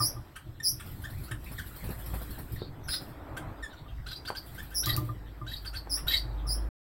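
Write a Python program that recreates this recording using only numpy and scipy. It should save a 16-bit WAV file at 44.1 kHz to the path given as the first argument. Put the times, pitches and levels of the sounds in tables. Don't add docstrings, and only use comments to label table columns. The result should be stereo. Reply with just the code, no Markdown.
import sys
import numpy as np
from scipy import signal
from scipy.fft import rfft, irfft
from scipy.io import wavfile
from scipy.ndimage import uniform_filter1d

SR = 44100
rng = np.random.default_rng(int(sys.argv[2]) if len(sys.argv) > 2 else 0)


def gain_from_decibels(decibels):
    exponent = np.asarray(decibels, float) / 20
    return 10 ** exponent


def generate_wav(sig):
    pcm = np.round(np.clip(np.atleast_2d(sig).T, -1, 1) * 32767).astype(np.int16)
    wavfile.write(sys.argv[1], SR, pcm)


N = 304731


def evened(x):
    return x / np.sqrt(np.mean(x ** 2) + 1e-20)


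def smooth_random(shape, samples):
    return uniform_filter1d(rng.standard_normal(shape), size=samples)


def read(points, hz):
    f, value = np.transpose(points)
    return np.interp(np.log(hz + 1), np.log(f + 1), value)


def add(mix, s, sound, pan_db=0., late_ms=0.):
    sound = sound * gain_from_decibels(np.array([[.5], [-.5]]) * pan_db)
    if late_ms:
        hz = np.fft.rfftfreq(sound.shape[1], 1 / SR)
        turn = np.exp(-2j * np.pi * hz * late_ms / 1000)
        sound[0] = irfft(rfft(sound[0]) * turn, sound.shape[1])
    part = mix[:, round(max(s, 0) * SR):][:, :sound.shape[1]]
    part += sound[:, :part.shape[1]]


# f/Hz, likeness (0 to 1)
LIKENESS = [(30, .9), (70, .78), (140, .55), (290, .4), (640, .25), (1400, .02), (16000, 0)]


def noise(spectrum, patchy_db):
    hz = np.fft.rfftfreq(1024, 1 / SR)
    a, b, c, d, patches = rng.standard_normal((N // 256 + 5, 513, 5)).T
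    patches = uniform_filter1d(patches, size=9, axis=0)
    patches = evened(uniform_filter1d(patches, size=8, axis=1))
    same = np.clip(read(LIKENESS, hz), 0, 1)[:, None]
    left = a + 1j * b
    right = same * left + np.sqrt(1 - same ** 2) * (c + 1j * d)
    z = np.array([left, right])
    z *= gain_from_decibels(read(spectrum, hz)[:, None] + patchy_db * patches)
    return evened(signal.istft(z, nperseg=1024, noverlap=768)[1][:, :N])


def voice(hz, tones, unsteady, buzz=0.):
    tremble = evened(smooth_random(len(hz), 60))
    angle = 2 * np.pi * np.cumsum(hz * (1 + unsteady * tremble)) / SR + buzz
    return evened(sum(gain_from_decibels(db) * np.sin(k * angle) * (k * hz < 17000) for k, db in tones))


# t/s, f/Hz, level/dB, wavering/dB (scales a random up and down)
HUM_COURSE = [(0, 53.6, -52, 2), (.6, 54.07, -57.5, 5.5), (1.3, 54, -50.5, 16), (2.2, 55.3, -39, -4),
              (2.6, 53.3, -60, 7), (3.3, 51.47, -55, 3), (3.8, 52.27, -45, 14), (4.2, 54.7, -54.5, 8),
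              (4.65, 52.8, -46.5, -3.5), (5.93, 51.15, -40.5, 3.8), (6.49, 50.75, -30, -0.6),
              (6.68, 53.4, -28.5, 1.5)]


def hum():
    t = np.arange(N) / SR
    s, *columns = np.transpose(HUM_COURSE)
    hz, db, waver_db = (np.interp(t, s, c) for c in columns)
    waver = np.interp(t, np.arange(100) / 14, rng.uniform(-2, 1.2, 100))
    angle = 2 * np.pi * np.cumsum(hz) / SR + np.array([[.2], [-.2]])
    return np.sqrt(2) * gain_from_decibels(db + waver_db * waver) * np.sin(angle)


# f/Hz, relative level/dB per Hz
ROOM_COLOUR = [(880, -12), (1500, -3.5), (1980, -3), (2140, -7.5), (2870, -9.5), (3220, -6), (3880, -8.5),
               (5580, -17), (8330, -14), (9500, -37), (12400, -62), (20900, -120)]
# f/Hz, relative level/dB per Hz
AIR_COLOUR = [(4120, -54.5), (7000, -8.5), (8350, 3), (9230, -12.5), (12300, 1), (15100, -14.5),
              (16100, -5.5), (16500, -40)]
ROOM_DB, AIR_DB = -59.5, -65.5
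RISE_S, RISE_ROOM_DB, RISE_AIR_DB = 0.14, -17.5, -13.5
THIN_FROM_DB, THIN_SHARE, THIN_S = -25.5, .8, .045


def hiss(birds):
    t = np.arange(0, N, 64) / SR
    bumps = sum(gain_from_decibels(db) * np.exp(-((t - s) / RISE_S * 2) ** 2) for s, db, _ in WING_STROKES)
    rise = np.interp(np.arange(N) / SR, t, bumps)
    power = abs(uniform_filter1d((birds ** 2).mean(0), round(THIN_S * SR)))
    loud_db = 10 * np.log10(power + 1e-12)
    high = (gain_from_decibels(AIR_DB) + gain_from_decibels(RISE_AIR_DB) * rise) * noise(AIR_COLOUR, patchy_db=1.1)
    room = (gain_from_decibels(ROOM_DB) + gain_from_decibels(RISE_ROOM_DB) * rise) * noise(ROOM_COLOUR, patchy_db=4.0)
    return (high + room) / gain_from_decibels(THIN_SHARE * np.maximum(loud_db - THIN_FROM_DB, 0))


# t/s, cage shaking level/dB, litter rustle level/dB
MOVEMENTS = [(0, -46, -41.5), (.12, -41, -49.5), (.4, -47.5, -60.5), (.84, -41.5, -59), (1.1, -40, -53),
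             (1.6, -41.5, -56.5), (2.06, -40.5, -50.5), (2.3, -38, -54.5), (2.8, -39.5, -51.5),
             (3.06, -45.5, -48.5), (3.45, -40, -41), (3.65, -47.5, -50), (4.1, -42, -56.5),
             (4.25, -45.5, -51), (4.8, -45, -53.5), (4.95, -34, -42.5), (5.07, -42, -54.5),
             (5.7, -47.5, -53.5), (5.95, -45, -48.5), (6.5, -39, -46.5)]
# f/Hz, relative level/dB per Hz
SHAKE_COLOUR = [(12, -39.5), (20, -11.5), (60, -0.5), (92, -0.5), (134, -7), (161, -15.5), (206, -10.5),
                (238, -23.5), (308, -14.5), (500, -28.5), (650, -60.5), (1100, -120)]
# f/Hz, relative level/dB per Hz
RUSTLE_COLOUR = [(180, -27), (300, 1.5), (328, -14), (397, -10.5), (664, -7.5), (1380, -13.5), (1800, -19),
                 (2600, -27), (3380, -47), (5720, -120)]


def shaking_and_rustling():
    t = np.arange(N) / SR
    s, *levels = np.transpose(MOVEMENTS)
    shake, rustle = (gain_from_decibels(np.interp(t, s, db)) for db in levels)
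    litter = rustle * noise(RUSTLE_COLOUR, patchy_db=1.2)
    return litter + shake * noise(SHAKE_COLOUR, patchy_db=3.0)


# t/s, length/s, f/Hz (sounds 3 % lower), level/dB before the swell and the mix
FAR_NOTES = [(1.453, 0.037, 2540, -44), (2.531, 0.18, 4350, -48.5), (2.599, 0.054, 3970, -47),
             (3.688, 0.057, 3844, -52), (3.747, 0.076, 4000, -52.5), (3.871, 0.042, 3330, -51.5),
             (4.455, 0.071, 3420, -59.5), (5.25, 0.051, 3380, -59), (6.36, 0.069, 3590, -54.5)]


def far_birds():
    out = np.zeros((2, N))
    for s, length, hz, db in FAR_NOTES:
        swell = np.hanning(round(length * SR))
        add(out, s, gain_from_decibels(db) * swell * voice(hz * np.ones(len(swell)), [(0.97, 0)], 0.079))
    return out


def ring(modes, rise_s):
    t = np.arange(SR // 2) / SR
    port_t = t + np.array([[0], [.0003]])
    total = 0
    for (hz, db, t60), (a, b) in zip(modes, rng.random((len(modes), 2))):
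        pitch = hz * (.995 + 0.0082 * a)
        total = total + gain_from_decibels(db - 60 * t / t60) * np.sin(2 * np.pi * (pitch * port_t + b))
    return total * (1 - np.exp(-t / rise_s))


# t/s, thin panel level/dB, whole box level/dB (both added to the mode levels)
CAGE_KNOCKS = [(0.0044, -20.5, -25), (0.1652, -41, -35), (0.4594, -71.5, -34.5), (0.7276, -60, -36.5),
               (1.044, -48, -39.5), (1.3106, -49, -30.5), (3.8636, -45.5, -57), (4.8693, -27, -24.5),
               (4.901, -32, -62), (4.934, -102, -30), (4.9758, -27, -24), (5.0099, -40.5, -24),
               (5.0393, -49, -35), (5.0917, -30, -30), (5.4153, -33, -31), (6.2493, -60, -34),
               (6.456, -40.5, -37.5)]
# f/Hz, level/dB, time to fall 60 dB t/s
PANEL_MODES = [(1200, 8, 0.079), (1040, -12, 0.16), (1650, -39, .06), (1820, -9, 0.066),
               (2100, -23.5, 0.05)]
# f/Hz, level/dB, time to fall 60 dB t/s
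BOX_MODES = [(116.7, 6.5, 0.2), (92.4, -15.5, 0.89), (129.8, -7, 0.042), (201, -22.5, 0.36),
             (308.6, -9, 0.25), (345.5, -7.5, 0.12), (608.4, -19.5, 0.18)]


def knocks():
    out = np.zeros((2, N))
    for s, panel_db, box_db in CAGE_KNOCKS:
        panel = gain_from_decibels(panel_db) * ring(PANEL_MODES, rise_s=0.0043)
        box = gain_from_decibels(box_db) * ring(BOX_MODES, rise_s=0.011)
        add(out, s - .002, panel + box)
    return out


# t/s, dull level/dB, dull f/Hz, bright level/dB
CLAW_SNAPS = [(1.892, -24.5, 350, -32), (2.62, -18.5, 347, -65), (4.3042, -12.5, 890, -46),
              (4.860, -38, 900, -13), (4.9652, -43, 900, -14), (5.874, -25, 800, -58.5),
              (6.506, -33, 500, -55.5)]


def snaps():
    out, t = np.zeros((2, N)), np.arange(1500) / SR
    rattle = np.minimum(t / .0004, 1) * (np.exp(-t / .0012) + .12 * np.exp(-t / .008))
    for s, dull_db, dull_hz, bright_db in CLAW_SNAPS:
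        dull = np.sin(2 * np.pi * dull_hz * t) * np.exp(-1.8 * dull_hz * t)
        bright = np.diff(smooth_random((2, len(t) + 1), 2)) * rattle
        add(out, s - .001, gain_from_decibels(dull_db) * dull + gain_from_decibels(bright_db) * bright)
    return out


# t/s, swish level/dB, thump level/dB
WING_STROKES = [(0.8629, -44.5, -43), (0.9148, -54, -84.5), (0.9594, -60, -52), (1.021, -46.5, -63),
                (1.1004, -45.5, -51), (1.182, -51.5, -62), (1.238, -43, -48), (1.4421, -46.5, -49.5),
                (1.5178, -43, -40), (1.591, -42.5, -47), (1.6656, -43, -49), (1.762, -41, -46),
                (1.8416, -41.5, -37.5), (1.9061, -42, -37), (1.9914, -42.5, -45), (2.0622, -42, -63.5),
                (2.141, -39, -32), (2.218, -40, -37.5), (2.3057, -42, -79), (2.3865, -41, -38.5),
                (2.5217, -43, -68), (3.017, -48.5, -38), (3.085, -56, -41), (4.4615, -47.5, -66),
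                (4.548, -44.5, -44.5), (4.6254, -47.5, -51), (4.7052, -51, -47), (5.049, -48.5, -56),
                (5.0794, -66.5, -46.5), (5.62, -53.5, -64)]
# f/Hz, relative level/dB per Hz
SWISH_COLOUR = [(1290, -4.5), (2200, -5.5), (2660, -19.5), (4100, 2), (5570, -4.5), (6310, -24), (7520, 0),
                (11700, 5.5), (16000, -3)]
# f/Hz, relative level/dB per Hz
THUMP_COLOUR = [(60, -24.5), (120, 3.5), (300, -7), (900, -13.5), (2500, -25.5), (5000, -61)]


def wings():
    swish, thump, t = np.zeros((2, N)), np.zeros((2, N)), np.arange(5000) / SR
    cut = np.minimum(t / .004, 1) * np.exp(-(t / 0.038) ** 1.1)
    push = np.minimum(t / .015, 1) * np.exp(-(t / .04) ** 2)
    for s, swish_db, thump_db in WING_STROKES:
        add(swish, s - .003, gain_from_decibels(swish_db) * cut)
        add(thump, s - .015, gain_from_decibels(thump_db) * push)
    thump *= noise(THUMP_COLOUR, patchy_db=1.2)
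    return swish * noise(SWISH_COLOUR, patchy_db=5.0) + thump


# t/s, length/s, end f/Hz, level/dB, rasp level/dB (before the mix)
RISING_PEEPS = [(0.356, 0.02, 1650, -40.5, -39.5), (0.794, 0.025, 1700, -65, -37.5),
                (0.863, 0.027, 1480, -54, -66), (1.039, 0.022, 1846, -35.5, -52),
                (1.28, .018, 1527, -46, -72), (1.31, .015, 1890, -35.5, -33.5),
                (2.883, 0.015, 1700, -36, -36.5), (2.93, 0.02, 1576, -41, -39),
                (3.366, 0.02, 1670, -36.5, -35), (4.061, 0.026, 1620, -41.5, -45),
                (4.111, 0.015, 1630, -43, -44), (4.25, 0.013, 1747, -43.5, -47),
                (4.277, 0.022, 1650, -37, -40.5), (4.348, 0.021, 1696, -40.5, -44.5),
                (4.579, 0.03, 1820, -38, -49), (4.71, 0.04, 1780, -48.5, -51),
                (4.828, .018, 1630, -41.5, -41.5), (5.464, 0.021, 1684, -42, -57),
                (5.514, .015, 2040, -41, -69), (5.649, 0.02, 1650, -43.5, -42.5),
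                (5.728, 0.041, 1621, -43.5, -43.5), (5.963, 0.044, 2080, -49.5, -44),
                (6.068, 0.016, 1590, -38, -40), (6.117, 0.054, 2025, -47, -49)]
# t/s, length/s, start f/Hz, end f/Hz, level/dB (before the mix)
FALLING_PEEPS = [(0.6, 0.011, 1834, 1826, -36.5), (1.457, 0.081, 2030, 1810, -62.5),
                 (1.58, 0.027, 2072, 1437, -34.5), (2.56, 0.0086, 2120, 1740, -41),
                 (3.625, 0.037, 1900, 1692, -36), (3.727, .024, 1582, 1385, -48.5)]
# multiple of f, relative level/dB
PEEP_OVERTONES = [(1, 4.5), (2, -4.5), (3, -10.5), (4, -6.5), (5, -8), (6, -18.5)]
# f/Hz, relative level/dB per Hz
RASP_COLOUR = [(530, -41.5), (900, -18), (1170, -4), (1570, -3), (2070, -8), (3470, -10), (5750, -42.5),
               (8150, -3.5), (16000, -29.5)]
SLIDE_FROM = .8
FALLING_RASP_DB = -15.5


def peeps():
    out, air = np.zeros((2, N)), noise(RASP_COLOUR, patchy_db=1.5)[0]
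    rows = [(s, length, SLIDE_FROM * hz, hz, db, rasp_db) for s, length, hz, db, rasp_db in RISING_PEEPS]
    rows += [(*row, row[-1] + FALLING_RASP_DB) for row in FALLING_PEEPS]
    for s, length, start_hz, end_hz, db, rasp_db in rows:
        u = np.linspace(0, 1, round(length * SR))
        hz = end_hz + (start_hz - end_hz) * (1 - u) ** 1.7
        swell = np.sin(np.pi * u ** 0.7) ** .6
        note = gain_from_decibels(db) * voice(hz, PEEP_OVERTONES, 0.016) * swell
        rasp = gain_from_decibels(rasp_db) * air[round(s * SR):][:len(u)] * signal.windows.tukey(len(u), .7)
        add(out, s, note + rasp, pan_db=1)
    return out


# t/s, length/s, last note f/Hz, level/dB, breath level/dB (the shape adds to both levels)
LONG_NOTES = [(2.881, .105, 4955, -40, -35.5), (4.057, 0.13, 4800, -41.5, -50),
              (4.828, .13, 4626, -34, -28), (5.467, .127, 4586, -41.5, -47),
              (6.068, 0.13, 4586, -29, -26.5)]
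# share of length, pitch over last note, level/dB, buzz depth/radians, breath level/dB
LONG_COURSE = [(0, .73, -19, 0.81, -21), (.1, .84, 1.5, 0.46, -7.5), (.47, .86, -1, 1.26, -1.7),
               (.58, .84, 9.5, 0.29, -1.5), (.71, .85, -8.5, 0.28, -8.5), (.79, .99, 6.5, .25, -27.5),
               (.9, 1.01, -4, 0.058, -20), (1, 1.01, -27.5, .15, -25.5)]
# t/s, length/s, last note f/Hz, level/dB, breath level/dB (the shape adds to both levels)
SHORT_NOTES = [(4.25, .047, 4490, -32, -52), (4.351, 0.043, 4510, -30.5, -56),
               (5.648, 0.048, 4480, -29, -56), (5.745, 0.044, 4374, -29.5, -59)]
# share of length, pitch over last note, level/dB, buzz depth/radians, breath level/dB
SHORT_COURSE = [(0, .7, -18, .6, 1), (.2, .77, -14.5, 1, -1), (.33, 1.1, -11, 0.1, -7),
                (.58, 1.01, -2.7, .2, 8.5), (1, .99, -22, .2, -7.5)]
# multiple of f, relative level/dB
WARBLE_OVERTONES = [(1, -7), (2, -23), (3, -30.5)]
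# f/Hz, relative level/dB per Hz
BREATH_COLOUR = [(880, -48.5), (1500, -20.5), (1940, -8), (2880, -31.5), (3840, -8), (6240, -43.5),
                 (7920, -17), (9750, -32), (12500, -3), (16000, -95)]
BUZZ_HZ = 677


def warbles():
    out, air = np.zeros((2, N)), noise(BREATH_COLOUR, patchy_db=8)[0]
    for shape, rows in ((LONG_COURSE, LONG_NOTES), (SHORT_COURSE, SHORT_NOTES)):
        share, *columns = np.transpose(shape)
        for s, length, last_hz, tone_db, air_db in rows:
            u = np.linspace(0, 1, round(length * SR))
            pitch, db, depth, breath_db = (np.interp(u, share, c) for c in columns)
            drift, throb = (evened(smooth_random(len(u), 150)) for _ in range(2))
            buzz = depth * np.sin(2 * np.pi * np.cumsum(BUZZ_HZ * (1 + .13 * drift)) / SR)
            wander = 1 + .025 * depth * throb
            tone = voice(last_hz * pitch * wander, WARBLE_OVERTONES, 0.0205, buzz)
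            tone *= gain_from_decibels(tone_db + db + 4.25 * throb)
            breath = gain_from_decibels(air_db + breath_db + 2 * throb) * air[round(s * SR):][:len(u)]
            add(out, s, tone + breath, pan_db=1.5, late_ms=-.05)
    return out


# t/s, length/s, lowest f/Hz, level/dB (before trill, swell and mix), left port late/ms
WHISTLE_NOTES = [(-.012, 0.095, 4933, -20.5, -0.061), (0.627, 0.084, 4930, -19.5, -.028),
                 (2.829, 0.033, 5870, -47, -0.046), (2.874, 0.086, 4924, -29, -0.011),
                 (4.74, 0.074, 5236, -21, 0.065), (5.893, 0.08, 4950, -23, -0.037),
                 (6.465, 0.092, 4900, -27, -0.027)]
# multiple of f, relative level/dB
WHISTLE_OVERTONES = [(1, 0), (2, -0.5), (3, -14.5)]
TRILL_PER_S = 180
FULL_DB, START_HZ, START_HZ_PER_DB, END_HZ, END_HZ_PER_DB = -20, 5770, 37.5, 5845, 48
DIP_SHARE = .4


def whistles():
    out = np.zeros((2, N))
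    for s, length, low_hz, db, late_ms in WHISTLE_NOTES:
        u = np.linspace(0, 1, round(length * SR))
        bend = np.interp(u, [0, DIP_SHARE, 1], [-1, 0, 1])
        start_hz = START_HZ + START_HZ_PER_DB * (db - FULL_DB)
        end_hz = END_HZ + END_HZ_PER_DB * (db - FULL_DB)
        top_hz = np.where(bend < 0, start_hz, end_hz)
        hz = low_hz + np.maximum(top_hz - low_hz, 0) * np.sin(np.pi / 2 * bend) ** 2
        beat = 2 * np.pi * (TRILL_PER_S * length * u + rng.random())
        trill = 1 + .55 * np.cos(beat)
        tone = trill * voice(hz * (1 + 0.028 * np.sin(beat)), WHISTLE_OVERTONES, 0.025)
        tone *= gain_from_decibels(db) * np.sin(np.pi * u ** 1.29) ** 0.65
        begun = round(max(-s, 0) * SR)
        add(out, s, tone[begun:], .3, late_ms)
    return out


def cage(x):
    at = np.arange(60, 20000, 20) + rng.integers(0, 20, (2, 997))
    taps = np.zeros((2, 20100))
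    np.put_along_axis(taps, at, rng.choice([-1., 1.], at.shape), 1)
    t = np.arange(20100) / SR
    taps *= gain_from_decibels(-60 * t / .15) + gain_from_decibels(-26 - 60 * t / .5)
    return signal.fftconvolve(x, taps / np.linalg.norm(taps[0]), axes=1)[:, :N]


def scene():
    birds = whistles() + warbles() + peeps() + far_birds()
    ticks = snaps()
    calls = gain_from_decibels(-4) * birds + gain_from_decibels(-2.5) * cage(birds)
    contacts = ticks + gain_from_decibels(-2.0) * cage(ticks) + wings() + knocks()
    return calls + contacts + shaking_and_rustling() + hum() + hiss(calls)


def low_pass(x):
    return signal.sosfilt(signal.butter(12, 15950, fs=SR, output="sos"), x)


# f/Hz, level/dB
HOUSING = [(100, -1.5), (5600, -2), (6100, -7), (6700, -9.5), (7300, -7), (8000, -10), (16000, 3)]
# f/Hz, left over right level/dB
PORT_BALANCE = [(60, -1.5), (150, 2.5), (300, 1.5), (600, 6.5), (1400, 8), (3000, 2), (5000, -1.5),
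                (9000, 9.5), (14000, -8.5)]
CUT_S = 6.69


def record(dry):
    hz = np.fft.rfftfreq(N, 1 / SR)
    half = gain_from_decibels(read(PORT_BALANCE, hz) / 2)
    ported = irfft(rfft(dry) * gain_from_decibels(read(HOUSING, hz)) * np.array([half, 1 / half]), N)
    gate = np.clip((CUT_S - np.arange(N) / SR) / .003, 0, 1)
    return low_pass(ported * gate)


dry = scene()
out = record(dry)
generate_wav(out)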